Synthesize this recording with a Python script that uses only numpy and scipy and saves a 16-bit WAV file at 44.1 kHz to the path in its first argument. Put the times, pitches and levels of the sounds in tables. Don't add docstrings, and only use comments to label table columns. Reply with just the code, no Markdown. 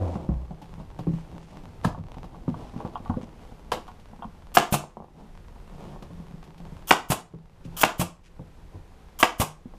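import sys
import numpy as np
from scipy import signal
from scipy.fft import rfft, irfft
from scipy.io import wavfile
from scipy.ndimage import uniform_filter1d, minimum_filter1d

SR = 44100
rng = np.random.default_rng(int(sys.argv[2]) if len(sys.argv) > 2 else 0)


def unload_audio(sound):
    columns = np.transpose(np.atleast_2d(sound))
    steps = np.round(np.clip(columns, -1, 1) * 32767)
    wavfile.write(sys.argv[1], SR, steps.astype(np.int16))


N = 431289
TIME = np.arange(N) / SR
AGE = TIME[:SR // 2]

# (frequency [Hz], density [dB])
AIR_COLOUR = [(12, -21.5), (20, 7), (87, -8), (124, -23.5), (169, -11), (256, -22), (328, -20.5),
              (445, -20.5), (571, -24.5), (656, -27.5), (841, -25), (1170, -29), (1310, -29.5),
              (12700, -50), (15000, -66)]
# (frequency [Hz], density [dB])
LEANING_COLOUR = [(15, -20), (35, 1.5), (55, -3.5), (95, -2), (140, -10.5), (300, -34), (2000, -69.5)]
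# (frequency [Hz], t60 [s])
ROOM_T60_S = [(100, 0.16), (400, 0.28), (1000, 0.3147), (3000, 0.2528), (7000, 0.2738), (15000, 0.13)]
# (frequency [Hz], level [dB])
ROOM_ECHO_DB = [(60, -4.5), (200, -3.5), (500, -8), (1000, -10), (4000, -7.5), (15000, -7.5)]
HANDLING_ECHO_DB, RIM_ECHO_DB = -2.5, -8

# (start [s], rise [s], shudder [dB], scrape [dB], initial slip rate [1/s])
SHOVES = [(0, 0.026, -24, -31.5, 96), (.29, 0.017, -24, -46, 72)]
SHOVE_S, SLIP_SLOWING_PER_S = 0.38, 0.91
SHUDDER_FADE_DB_PER_S, SCRAPE_FADE_DB_PER_S = 95, 59
# (frequency [Hz], density [dB])
DRAG_COLOUR = [(120, -37), (200, -7), (329, 3.5), (440, -10.5), (487, 1), (641, -2.5), (951, -10),
               (1620, -30), (12000, -51.5), (15600, -78.5), (22000, -120)]

# (time [s], level [dB])
EFFORT = [(0, -54), (2.9, -47), (3.85, -54.5), (4.1, -57), (5.6, -54), (7.5, -54), (8.3, -62.5),
          (9.78, -56)]
# (middle [s], length [s], level [dB])
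STROKES = [(0.127, 0.37, -45), (0.51, 0.072, -52), (0.804, 0.065, -46), (1.317, 0.14, -54),
           (2.148, 0.085, -62.5), (2.39, 0.12, -56), (2.64, 0.23, -53), (2.805, 0.12, -46),
           (2.87, 0.086, -45), (5.215, 0.24, -46), (6.35, 0.044, -63), (5.843, 0.28, -43),
           (7.748, 0.11, -47), (8.76, 0.18, -55)]
# (frequency [Hz], density [dB])
RUSTLE_COLOUR = [(71, -33), (120, -3), (169, 1.5), (203, -5), (357, -10.5), (446, -11.5), (557, -14.5),
                 (852, -12.5), (1690, -34.5), (3170, -34), (9240, -49), (12500, -54), (15000, -59)]
NUDGES_PER_S = 4.6
# (frequency [Hz], density [dB])
CREASE_COLOUR = [(150, -10), (500, -1.5), (1000, 1), (1600, -11.5), (3000, -14.5), (6000, -25),
                 (15000, -42)]
# (middle [s], length [s], level [dB])
SCUFFS = [(0.1, 0.23, -59), (1.18, .25, -62.5), (1.462, .42, -63.5), (2.698, 0.37, -65.5),
          (3.232, 0.056, -55), (7.656, 0.05, -59.5), (8.262, .07, -55.5)]
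# (frequency [Hz], density [dB])
SCUFF_COLOUR = [(300, -13), (1000, -2), (2500, 6), (4200, -2), (6000, -2), (10000, -10.5), (13000, -26),
                (16000, -30)]
# (time [s], level [dB])
TICKS = [(0.618, -53.5), (0.989, -51.5), (2.242, -57), (3.878, -56), (3.998, -60.5), (6.024, -52.5),
         (6.44, -57), (6.579, -57.5), (7.648, -56.5)]
# (frequency [Hz], density [dB])
TICK_COLOUR = [(300, -21.5), (1200, 2.5), (3200, 6), (5000, 0), (9000, -9), (13000, -9.5), (16000, -27)]

# (time [s], padded thud [dB], shell knock [dB])
BUMPS = [(0.155, -31.5, -35.5), (0.29, -25.5, -39), (0.319, -31, -47), (0.508, -38, -46), (0.622, -41, -50),
         (0.728, -38, -54), (0.8, -48, -49), (0.99, -31.5, -38), (1.069, -17, -39), (1.135, -32, -53),
         (1.344, -42, -54), (1.525, -48, -53), (1.852, -21.5, -38), (1.873, -28, -37), (1.888, -35, -37.5),
         (1.977, -31, -44), (2.043, -42, -68), (2.168, -41, -50), (2.241, -47, -42), (2.479, -20.5, -38.5),
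         (2.761, -32, -45), (2.803, -48, -36.5), (2.849, -33, -35.5), (3.001, -41, -51),
         (3.096, -23.5, -34.5), (3.169, -26, -44), (3.735, -39, -30.5), (3.772, -41, -38), (4.13, -49, -49),
         (4.192, -47, -46.5), (4.251, -37.5, -62), (5.237, -41, -62), (5.959, -44, -45), (6.024, -43, -43),
         (6.106, -39, -55), (6.2, -42, -58.5), (6.339, -42, -65), (6.48, -44.5, -64), (6.6, -44, -55),
         (6.722, -43, -60), (7.337, -27.5, -50), (7.651, -31.5, -59), (8.027, -28.5, -31.5),
         (8.393, -30.5, -46), (8.745, -40, -61), (9.656, -34, -54.5), (9.736, -53, -43)]
SETTLE_S, SETTLE_DB = 0.019, -11
# (frequency [Hz], density [dB])
THUD_COLOUR = [(30, -18), (80, -7), (160, 0), (260, -4), (380, -17), (700, -32), (2000, -58), (8000, -85)]
# (frequency [Hz], density [dB])
TAP_COLOUR = [(100, -15), (350, -9.5), (650, -1), (850, 3.5), (1150, -5), (1500, -12), (2200, -29),
              (5000, -41), (15000, -56.5)]
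# (time [s], level [dB])
ROCKS = [(0.312, -26.5), (1.07, -25), (1.861, -21), (1.99, -29.5), (2.481, -44), (3.098, -30), (8.742, -35)]
# (time [s], level [dB], settled pitch [Hz])
FLEXES = [(0.29, -32, 304), (0.507, -43, 696), (0.615, -44.5, 814), (1.07, -31, 234), (1.083, -34.5, 285),
          (2.482, -23.5, 204), (3.171, -36, 485), (7.338, -40.5, 443), (8.393, -39.5, 500),
          (8.412, -46.5, 490), (8.752, -59, 380)]
# (time [s], level [dB])
CHATTER = [(4.839, -34.5), (4.9703, -32), (5.0022, -36), (5.023, -38.5), (5.0444, -42), (5.084, -51)]
# (frequency [Hz], density [dB])
CHATTER_COLOUR = [(100, -18), (300, -1), (600, 2.5), (1000, 2.5), (1250, -12), (1500, -23), (2000, -30),
                  (4000, -41), (15000, -60)]
# (time [s], clatter [dB], shell knock [dB], metal ring [dB], jingle [dB], click [dB])
CLACKS = [(1.8413, -34, -41, -55, -64, -63), (1.8466, -24, -31, -26.5, -63, -37),
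          (3.718, -27, -23, -33, -36.5, -30.5)]
# (frequency [Hz], density [dB])
CLATTER_COLOUR = [(100, -2), (200, -25), (400, 3), (700, 4), (1000, 4.5), (1500, -12.5), (2100, -17.5),
                  (3000, -25), (5000, -21), (11000, -29), (15500, -69)]
# (time [s], level [dB], grip damping [ratio], coupling jingle [dB])
RIM_KNOCKS = [(1.946, -38, 1.1, -72), (2.345, -45, 1.2, -72), (2.542, -38, 1.8, -66),
              (2.955, -30, 1.2, -51), (2.964, -36, 0.94, -62), (3.056, -39, 0.66, -68),
              (3.098, -30.5, 0.6, -64), (3.139, -39.5, 0.77, -75), (3.88, -39.5, 0.52, -63),
              (4.2215, -36, 1.4, -55), (4.2287, -36.5, 0.93, -60), (4.2425, -38, 2.3, -61)]

# (frequency [Hz], level [dB], t60 [s])
BENCH_MODES = [(31.2, -8, 0.52), (44.7, -10, 0.75), (93.4, 6.5, 0.17), (142.4, 1, 0.23)]
# (frequency [Hz], level [dB], t60 [s])
SEAT_MODES = [(53, -17.5, .17), (93, -13, 0.23), (139, -4.5, 0.11), (163, -3.5, .3), (177.1, -1, .11),
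              (205, -4, 0.074), (285, -9, 0.074), (512, -21, 0.12)]
# (frequency [Hz], level [dB], t60 [s])
SHELL_MODES = [(334, -13, .24), (498, -10, .24), (700, -1, .07), (775, 3, .08), (878, 1, .06),
               (966, -2, .09), (1110, -3, .1), (1340, -7, .012), (1490, -16, .024)]
# (multiple of its pitch [ratio], level [dB], t60 [s])
PANEL_MODES = [(.87, -5, 0.076), (1, 5.5, 0.066), (1.14, -6.5, .06)]
# (frequency [Hz], level [dB], t60 [s])
RIM_MODES = [(727, -2, .075), (800, -6, .06), (878, -1, .07), (965, -3, .06), (1098, 0, .065),
             (1200, -10, .05), (1430, -10, .045), (1841, -25, .04)]
# (frequency [Hz], level [dB], t60 [s])
COUPLING_MODES = [(2820, -2, .02), (3174, 3, 0.027), (3170, -0.5, 0.022), (3400, -7, 0.024),
                  (3480, -8, 0.017)]
# (frequency [Hz], level [dB], t60 [s])
NOSE_MODES = [(1190, -6, .1), (1303, -5, .12), (1635, 4, .04), (1942, -12, .14), (2253, -4, .11),
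              (2417, -5, .14), (2642, -3, .14), (3015, -9, .09), (3353, -10, .13), (5060, -15, .11),
              (6660, -14, .15), (7983, -21, .1)]
# (frequency [Hz], level [dB], t60 [s])
VALVE_MODES = [(1130, -2, 0.039), (3030, -1.5, .04), (3220, 1.5, 0.093), (4500, -8.5, .02),
               (5580, -5.5, .015), (14300, -2, 0.01)]
HAND_DAMPING = 1.9

# (driver lands [s], blow [dB], piston bottoming [dB], leak lead [s], leak [dB], spurt [dB], spurt lead [s])
SHOTS = [(4.5700, -10.5, -3.5, 0.029, -37, -28, 0.013), (6.9080, -10.5, -4.5, 0.036, -34.5, -35.5, 0.0092),
         (7.8333, -16.5, -8, .068, -32, -26, 0.014), (9.2282, -11, -8, 0.04, -33, -34, 0.021)]
SPURT_HALF_S, SHUT_LEAD_S = .0085, .004
BOTTOM_DELAY_S, BOTTOM_REBOUND_S = .003, .0023
SHAKE_DB, SHAKE_DECAY_S, SHAKE_PER_S = -12, .032, 420
# (valve opens [s], exhaust [dB], piston knock [dB], seat boom [dB])
RELEASES = [(4.7245, -18.5, -15, -16), (7.102, -20, -15, -19.5), (7.9961, -24, -20.5, -19),
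            (9.3991, -20.5, -16, -20)]
SEEP_S, SEEP_DB, SEEP_SWELL_DB = 0.016, -33, 13
# (frequency [Hz], density [dB])
LEAK_COLOUR = [(350, -36.5), (600, -8.5), (1200, -2.5), (1990, -15), (3110, -3.5), (3980, -14), (4810, -11),
               (5660, -8), (11500, -7), (14700, -4.5), (15500, -10)]
# (frequency [Hz], density [dB])
SPIT_COLOUR = [(500, -21.5), (4000, -15.5), (8000, -12.5), (12000, 4), (15000, 4)]
# (frequency [Hz], density [dB])
BANG_COLOUR = [(60, -29), (130, -12.5), (280, -9.5), (550, -3.5), (780, 1), (1100, -1), (1600, 1),
               (2000, -3), (2800, -2.5), (4000, -23.5), (6700, -28), (11000, -31), (15500, -38.5)]
# (frequency [Hz], density [dB])
BOTTOM_COLOUR = [(60, -29.5), (150, -2.5), (300, -5), (550, -5.5), (760, 5.5), (1100, -1), (1500, -6.5),
                 (2000, -13.5), (2800, -7), (4000, -19.5), (6700, -23.5), (15500, -40.5)]
# (frequency [Hz], density [dB])
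MAGAZINE_COLOUR = [(150, -20), (450, -2.5), (1000, 0), (1900, -7), (2700, -2.5), (4000, -8.5), (7000, -10),
                   (15000, -18)]
# (frequency [Hz], density [dB])
SHAKE_COLOUR = [(100, -9), (170, -1.5), (350, 1.5), (600, 1), (880, 4.5), (1300, 3.5), (1650, -6.5),
                (2000, -2.5), (2600, -6.5), (3300, -5), (4000, -14.5), (5000, -12), (6000, -17.5),
                (6700, -13), (9000, -20.5), (15000, -28.5)]
# (frequency [Hz], density [dB])
EXHAUST_COLOUR = [(200, -23.5), (600, 0), (1100, -5.5), (1900, -14), (2600, -8), (4500, -16), (8000, -10.5),
                  (12000, -12.5), (15000, -24)]
# (frequency [Hz], density [dB])
PISTON_COLOUR = [(80, -16), (170, 1), (330, 0), (550, 1.5), (1100, 5), (1800, -17), (2600, -7),
                 (5000, -19.5), (15000, -18)]

CUT_HZ = 15450


def amp(db):
    return 10 ** (np.asarray(db) / 20)


def unit(x):
    return x / np.sqrt(np.mean(x ** 2) + 1e-20)


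def unit_hit(x, size=441):
    return x / np.sqrt(np.sum(x ** 2) / size + 1e-20)


def read(points, hz):
    f, value = np.transpose(points)
    return np.interp(np.log(hz + 1), np.log(f + 1), value)


def add(mix, s, sound):
    part = mix[max(round(s * SR), 0):][:len(sound)]
    part += sound[:len(part)]


def colour(x, spectrum, size=4096):
    log_gain = np.log(amp(read(spectrum, abs(np.fft.fftfreq(size, 1 / SR)))) + 1e-5)
    response = np.exp(np.conj(signal.hilbert(log_gain)))
    taps = np.fft.ifft(response).real[:size // 2]
    return signal.oaconvolve(x, taps / np.linalg.norm(taps))[:len(x)]


def hiss(spectrum, count):
    return colour(rng.standard_normal(count), spectrum)


def wander(knots_per_s):
    knots = rng.standard_normal(4000)
    return unit(np.interp(TIME * knots_per_s, np.arange(len(knots)), knots))


def ring(modes, rise_s, spread=0.0055, uneven_db=0.5, polarity=None, damping=1, sag=0, sag_s=.01):
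    hz, db, t60_s = np.transpose(modes)[:, :, None]
    detune, share, side = rng.standard_normal((3, len(modes), 1))
    bent_age = AGE + sag * sag_s * (1 - np.exp(-AGE / sag_s))
    swing = np.sin(2 * np.pi * hz * (1 + spread * detune) * bent_age) * (polarity or np.sign(side))
    decay = np.exp(-np.log(1000) * damping * AGE / t60_s)
    contact = 1 - np.exp(-(AGE / rise_s) ** 2)
    return unit_hit(contact * (amp(db + uneven_db * share) * decay * swing).sum(0))


def crack(spectrum, decay_s, rebound_s=0, rebound_db=0):
    second = (AGE >= rebound_s) * np.exp(-abs(AGE - rebound_s) / decay_s)
    force = np.exp(-AGE / decay_s) + amp(rebound_db) * second
    contacts = rfft(rng.standard_normal(len(AGE)) * force)
    even = irfft(contacts / (abs(contacts) + 1e-20), len(AGE))
    return unit_hit(colour(even * force ** (1 / 4), spectrum))


def rattle(spectrum, decay_s, contacts_per_s):
    contacts = (rng.random(len(AGE)) < contacts_per_s / SR) * rng.choice([-1., 1.], len(AGE))
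    return unit_hit(colour(contacts * np.exp(-AGE / decay_s), spectrum))


def room_air(level_db=-47, swell_db=1.5):
    return amp(level_db + swell_db * wander(5.5)) * hiss(AIR_COLOUR, N)


def workshop(x, spacing=8):
    out = np.zeros(N)
    for k in range(3):
        sparse = (rng.choice([-1., 1.], len(AGE)) * (rng.random(len(AGE)) < 1 / spacing)
                  * (AGE > .004))
        hz, t, z = signal.stft(sparse, SR, nperseg=256)
        z = z * np.exp(-np.log(1000) * t / read(ROOM_T60_S, hz)[:, None])
        norm = np.linalg.norm(signal.istft(z, SR, nperseg=256)[1])
        tail = signal.istft(z * amp(read(ROOM_ECHO_DB, hz))[:, None], SR, nperseg=256)[1] / norm
        weight = np.sqrt(2 / 3) * np.cos(TIME + k * np.pi / 3)
        out += signal.oaconvolve(x * weight, tail)[:N]
    return out


def effort_db(s):
    return np.interp(s, *np.transpose(EFFORT))


def leaning(lumpy_db=4.5):
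    return amp(effort_db(TIME) + lumpy_db * wander(6.8)) * hiss(LEANING_COLOUR, N)


def slide(jitter=0.058, overtone_db=-15.5, grip=0.19):
    out = np.zeros(N)
    t = np.arange(0, SHOVE_S, 1 / SR)
    for s, rise_s, shudder_db, scrape_db, slips_per_s in SHOVES:
        hz = slips_per_s * np.exp(-SLIP_SLOWING_PER_S * t) * (1 + jitter * wander(57)[:len(t)])
        angle = 2 * np.pi * np.cumsum(hz) / SR
        coasting_s = np.maximum(t - rise_s, 0)
        slips = unit(np.sin(angle) + amp(overtone_db) * np.sin(2 * angle))
        shudder = amp(shudder_db - SHUDDER_FADE_DB_PER_S * coasting_s) * slips
        scrape = amp(scrape_db - SCRAPE_FADE_DB_PER_S * coasting_s) * hiss(DRAG_COLOUR, len(t))
        scrape = scrape * (1 + grip * np.sin(angle))
        envelope = np.sqrt(np.minimum(t / rise_s, 1)) * (1 - (t / SHOVE_S) ** 4)
        add(out, s, (shudder + scrape) * envelope)
    return out


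def rustle(level_db=-2.5, flutter_db=3.0, grains_per_s=70, grain_db=-6.5):
    level = amp(effort_db(TIME))
    for middle_s, length_s, db in STROKES:
        add(level, middle_s - length_s / 2, amp(db) * np.hanning(round(length_s * SR)))
    snaps = (rng.random(N) < grains_per_s / SR) * rng.standard_normal(N)
    rub = rng.standard_normal(N) * amp(flutter_db * wander(21)) + amp(grain_db) * unit(snaps)
    return amp(level_db) * level * colour(rub, RUSTLE_COLOUR)


def creases(level_db=-9.0, pops_per_s=24, uneven_db=5.0):
    strength = amp(uneven_db * np.clip(rng.standard_normal(N), -2, 2))
    pops = (rng.random(N) < pops_per_s / SR) * strength
    return amp(effort_db(TIME) + level_db) * colour(unit(pops), CREASE_COLOUR)


def scuffs(slips_per_s=1500):
    out = np.zeros(N)
    for middle_s, length_s, db in SCUFFS:
        slips = (rng.random(len(AGE)) < slips_per_s / SR) * rng.standard_normal(len(AGE))
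        stroke = np.hanning(round(length_s * SR))
        noise = unit(colour(slips, SCUFF_COLOUR))[:len(stroke)]
        add(out, middle_s - length_s / 2, amp(db) * stroke * noise)
    return out


def ticks():
    out = np.zeros(N)
    for s, db in TICKS:
        add(out, s, amp(db) * crack(TICK_COLOUR, decay_s=0.017))
    return out


def thud(db, padding_db=-2.0, seat_db=1.0):
    padding = amp(db + padding_db) * crack(THUD_COLOUR, decay_s=.003)
    seat = ring(SEAT_MODES, rise_s=0.0021, spread=0.018, polarity=1, sag=0.11)
    return padding + amp(db + seat_db) * seat


def knock(db, shell_db=-4.5, tap_db=-4.5, scuff_db=-2.0):
    shell = amp(shell_db) * ring(SHELL_MODES, rise_s=0.0023, spread=0.037, damping=HAND_DAMPING)
    tap = amp(tap_db) * crack(TAP_COLOUR, decay_s=0.0048)
    scuff = amp(scuff_db) * crack(DRAG_COLOUR, decay_s=0.02)
    return amp(db) * (shell + tap + scuff)


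def nudges(thud_db=4.0, knock_db=-1.5, tick_db=-17.0, uneven_db=2.5):
    out = np.zeros(N)
    for k in range(int(NUDGES_PER_S * N / SR)):
        s = (k + rng.random()) / NUDGES_PER_S
        soft_db, hard_db, dry_db = effort_db(s) + uneven_db * rng.standard_normal(size=3)
        touch = thud(soft_db + thud_db) + knock(hard_db + knock_db)
        add(out, s, touch + amp(dry_db + tick_db) * crack(TICK_COLOUR, decay_s=.01))
    return out


def bumps():
    out = np.zeros(N)
    for s, thud_db, knock_db in BUMPS:
        add(out, s, thud(thud_db) + knock(knock_db))
        add(out, s + SETTLE_S, amp(thud_db + SETTLE_DB) * crack(THUD_COLOUR, decay_s=0.01))
    return out


def rocking():
    out = np.zeros(N)
    for s, db in ROCKS:
        add(out, s, amp(db) * ring(BENCH_MODES, rise_s=0.0055, spread=.03))
    return out


def flexes():
    out = np.zeros(N)
    for s, db, hz in FLEXES:
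        modes = np.array(PANEL_MODES) * [hz, 1, 1]
        add(out, s, amp(db) * ring(modes, rise_s=0.0026, spread=0.017, sag=0.14))
    return out


def chatter(thud_db=-5.5, shell_db=-8.0, thud_delay_s=0.0031):
    out = np.zeros(N)
    tick = unit_hit(colour(1. * (AGE == 0), CHATTER_COLOUR))
    for s, db in CHATTER:
        shell = amp(shell_db) * ring(SHELL_MODES, rise_s=0.0036, spread=0.04)
        add(out, s, amp(db) * (tick + shell))
        add(out, s + thud_delay_s, thud(db + thud_db))
    return out


def clacks(shell_db=-1.0, tap_db=-8.5, skitter_db=-5.0):
    out = np.zeros(N)
    for s, clatter_db, knock_db, metal_db, jingle_db, click_db in CLACKS:
        clatter = crack(CLATTER_COLOUR, decay_s=0.0038, rebound_s=0.0028, rebound_db=1.5)
        add(out, s, amp(clatter_db) * clatter)
        skitter = rattle(CLATTER_COLOUR, decay_s=0.033, contacts_per_s=600)
        add(out, s, amp(clatter_db + skitter_db) * skitter)
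        shell = ring(SHELL_MODES, rise_s=0.0017, spread=0.039, damping=HAND_DAMPING)
        add(out, s, amp(knock_db + shell_db) * shell)
        tap = crack(TAP_COLOUR, decay_s=0.0025, rebound_s=0.0089, rebound_db=2.0)
        add(out, s, amp(knock_db + tap_db) * tap)
        metal = ring(NOSE_MODES[:3], rise_s=0.002, damping=HAND_DAMPING)
        add(out, s, amp(metal_db) * metal)
        jingle = ring(COUPLING_MODES, rise_s=0.0015, spread=0.02, damping=HAND_DAMPING)
        add(out, s, amp(jingle_db) * jingle)
        add(out, s, amp(click_db) * crack(TICK_COLOUR, decay_s=0.023))
    return out


def handling():
    pushes = bumps() + flexes() + rocking()
    contacts = clacks() + chatter() + ticks() + scuffs()
    return pushes + contacts + creases() + nudges() + rustle()


def rim_knocks():
    out = np.zeros(N)
    for s, db, grip, jingle_db in RIM_KNOCKS:
        add(out, s, amp(db) * ring(RIM_MODES, rise_s=0.0012, spread=.015, damping=grip))
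        add(out, s, amp(jingle_db) * ring(COUPLING_MODES, rise_s=0.00073, spread=0.016))
    return out


def trigger_leaks(swell_db=5.5, whistle_db=-4., sputter_db=2, smooth_samples=90):
    out = np.zeros(N)
    for s, _, _, lead_s, leak_db, spurt_db, spurt_lead_s in SHOTS:
        t = np.arange(-lead_s, -SHUT_LEAD_S, 1 / SR)
        spurt = amp(spurt_db) * np.exp(-((t + spurt_lead_s) / SPURT_HALF_S) ** 4)
        flow = amp(leak_db + swell_db * np.linspace(-1, 0, len(t))) + spurt
        flutter = unit(uniform_filter1d(rng.standard_normal(len(t)), smooth_samples))
        air = flow * hiss(LEAK_COLOUR, len(t))
        air = air + amp(whistle_db) * spurt * hiss(SPIT_COLOUR, len(t))
        add(out, s - lead_s, amp(sputter_db * flutter) * air * signal.windows.tukey(len(t), .12))
    return out


def valve_knocks(stem_db=-16.0, knock_db=-6.5, ring_db=-9.0, early_s=0.0055):
    out = np.zeros(N)
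    for s, _, _, lead_s, leak_db, spurt_db, spurt_lead_s in SHOTS:
        stem = ring(VALVE_MODES, rise_s=.001, spread=.03, damping=HAND_DAMPING)
        add(out, s - lead_s, amp(leak_db + stem_db) * stem)
        jump = amp(knock_db) * crack(PISTON_COLOUR, decay_s=.004)
        valve = ring(VALVE_MODES, rise_s=.0006, spread=0.027, damping=HAND_DAMPING)
        add(out, s - spurt_lead_s - early_s, amp(spurt_db) * (jump + amp(ring_db) * valve))
    return out


def driver_blows(nose_db=-12.5, shell_db=-14.5, clatter_db=-5.5, recoil_delay_s=.013, recoil_db=-16.0):
    out = np.zeros(N)
    for s, db, piston_db, *_ in SHOTS:
        bang = crack(BANG_COLOUR, decay_s=0.0042)
        crunch = rattle(BANG_COLOUR, decay_s=0.0055, contacts_per_s=1400)
        add(out, s, amp(db) * (bang + amp(clatter_db) * crunch))
        add(out, s, amp(db + nose_db) * ring(NOSE_MODES, rise_s=0.00065, spread=0.0049))
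        bottom = crack(BOTTOM_COLOUR, decay_s=0.0014, rebound_s=BOTTOM_REBOUND_S, rebound_db=-2.0)
        add(out, s + BOTTOM_DELAY_S, amp(piston_db) * bottom)
        shell = ring(SHELL_MODES, rise_s=0.0028)
        add(out, s + BOTTOM_DELAY_S, amp(piston_db + shell_db) * shell)
        magazine = rattle(MAGAZINE_COLOUR, decay_s=0.0064, contacts_per_s=740)
        add(out, s + recoil_delay_s, amp(piston_db + recoil_db) * magazine)
        shake = rattle(SHAKE_COLOUR, decay_s=SHAKE_DECAY_S, contacts_per_s=SHAKE_PER_S)
        add(out, s + recoil_delay_s, amp(piston_db + SHAKE_DB) * shake)
    return out


def exhausts(rise_s=0.0012, hold_s=0.03, fall_s=0.0036, push_db=1.5, push_s=0.00098,
             return_delay_s=0.017, spit_db=-5.5, nose_db=-14.5):
    out = np.zeros(N)
    for s, db, knock_db, seat_db in RELEASES:
        count = max(round(SEEP_S * SR), 2)
        seep = amp(SEEP_DB + SEEP_SWELL_DB * np.linspace(-1, 0, count))
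        add(out, s - SEEP_S, seep * hiss(LEAK_COLOUR, count))
        flow = (1 - np.exp(-AGE / rise_s)) / (1 + np.exp(np.minimum((AGE - hold_s) / fall_s, 50)))
        add(out, s, amp(db) * flow * hiss(EXHAUST_COLOUR, len(AGE)))
        add(out, s, amp(db + spit_db) * crack(SPIT_COLOUR, decay_s=.005))
        nose = ring(NOSE_MODES, rise_s=0.00088, spread=0.0024)
        add(out, s + return_delay_s, amp(knock_db + nose_db) * nose)
        u = AGE / push_s
        add(out, s, -amp(db + push_db) * unit_hit(u * (2 - u) * np.exp(-u)))
        add(out, s, -amp(seat_db) * ring(SEAT_MODES, rise_s=0.0014, spread=0.063, polarity=1))
        add(out, s + return_delay_s, amp(knock_db) * crack(PISTON_COLOUR, decay_s=0.012))
    return out


def scene():
    stapler = trigger_leaks() + valve_knocks() + driver_blows() + exhausts()
    hands, rim = handling(), rim_knocks()
    echoes = workshop(stapler + amp(HANDLING_ECHO_DB) * hands + amp(RIM_ECHO_DB) * rim)
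    return (stapler + hands + rim + echoes + slide() + leaning() + room_air())[None]


def record(dry, threshold_db=-20.0, slope=0.36, recover_db_per_s=18.5, attack_s=0.0004, hold_samples=22051):
    power = signal.lfilter(np.ones(441) / 441, 1, dry[0] ** 2)
    power_db = 10 * np.log10(power + 1e-12)
    over_db = slope * np.maximum(power_db - threshold_db, 0)
    held_db = -minimum_filter1d(-over_db, hold_samples, origin=hold_samples // 2, mode="constant")
    recovery_db = TIME * recover_db_per_s
    target_db = np.maximum.accumulate(held_db + recovery_db) - recovery_db
    r = np.exp(-1 / (attack_s * SR))
    duck_db = signal.lfilter([1 - r], [1, -r], target_db)
    ducked = dry / amp(duck_db)
    limited = ducked / (1 + ducked ** 4) ** (1 / 4)
    low_pass = signal.firwin(511, CUT_HZ, window=("kaiser", 9), fs=SR)
    return signal.oaconvolve(limited, low_pass[None], "same")


dry = scene()
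out = record(dry)
unload_audio(out)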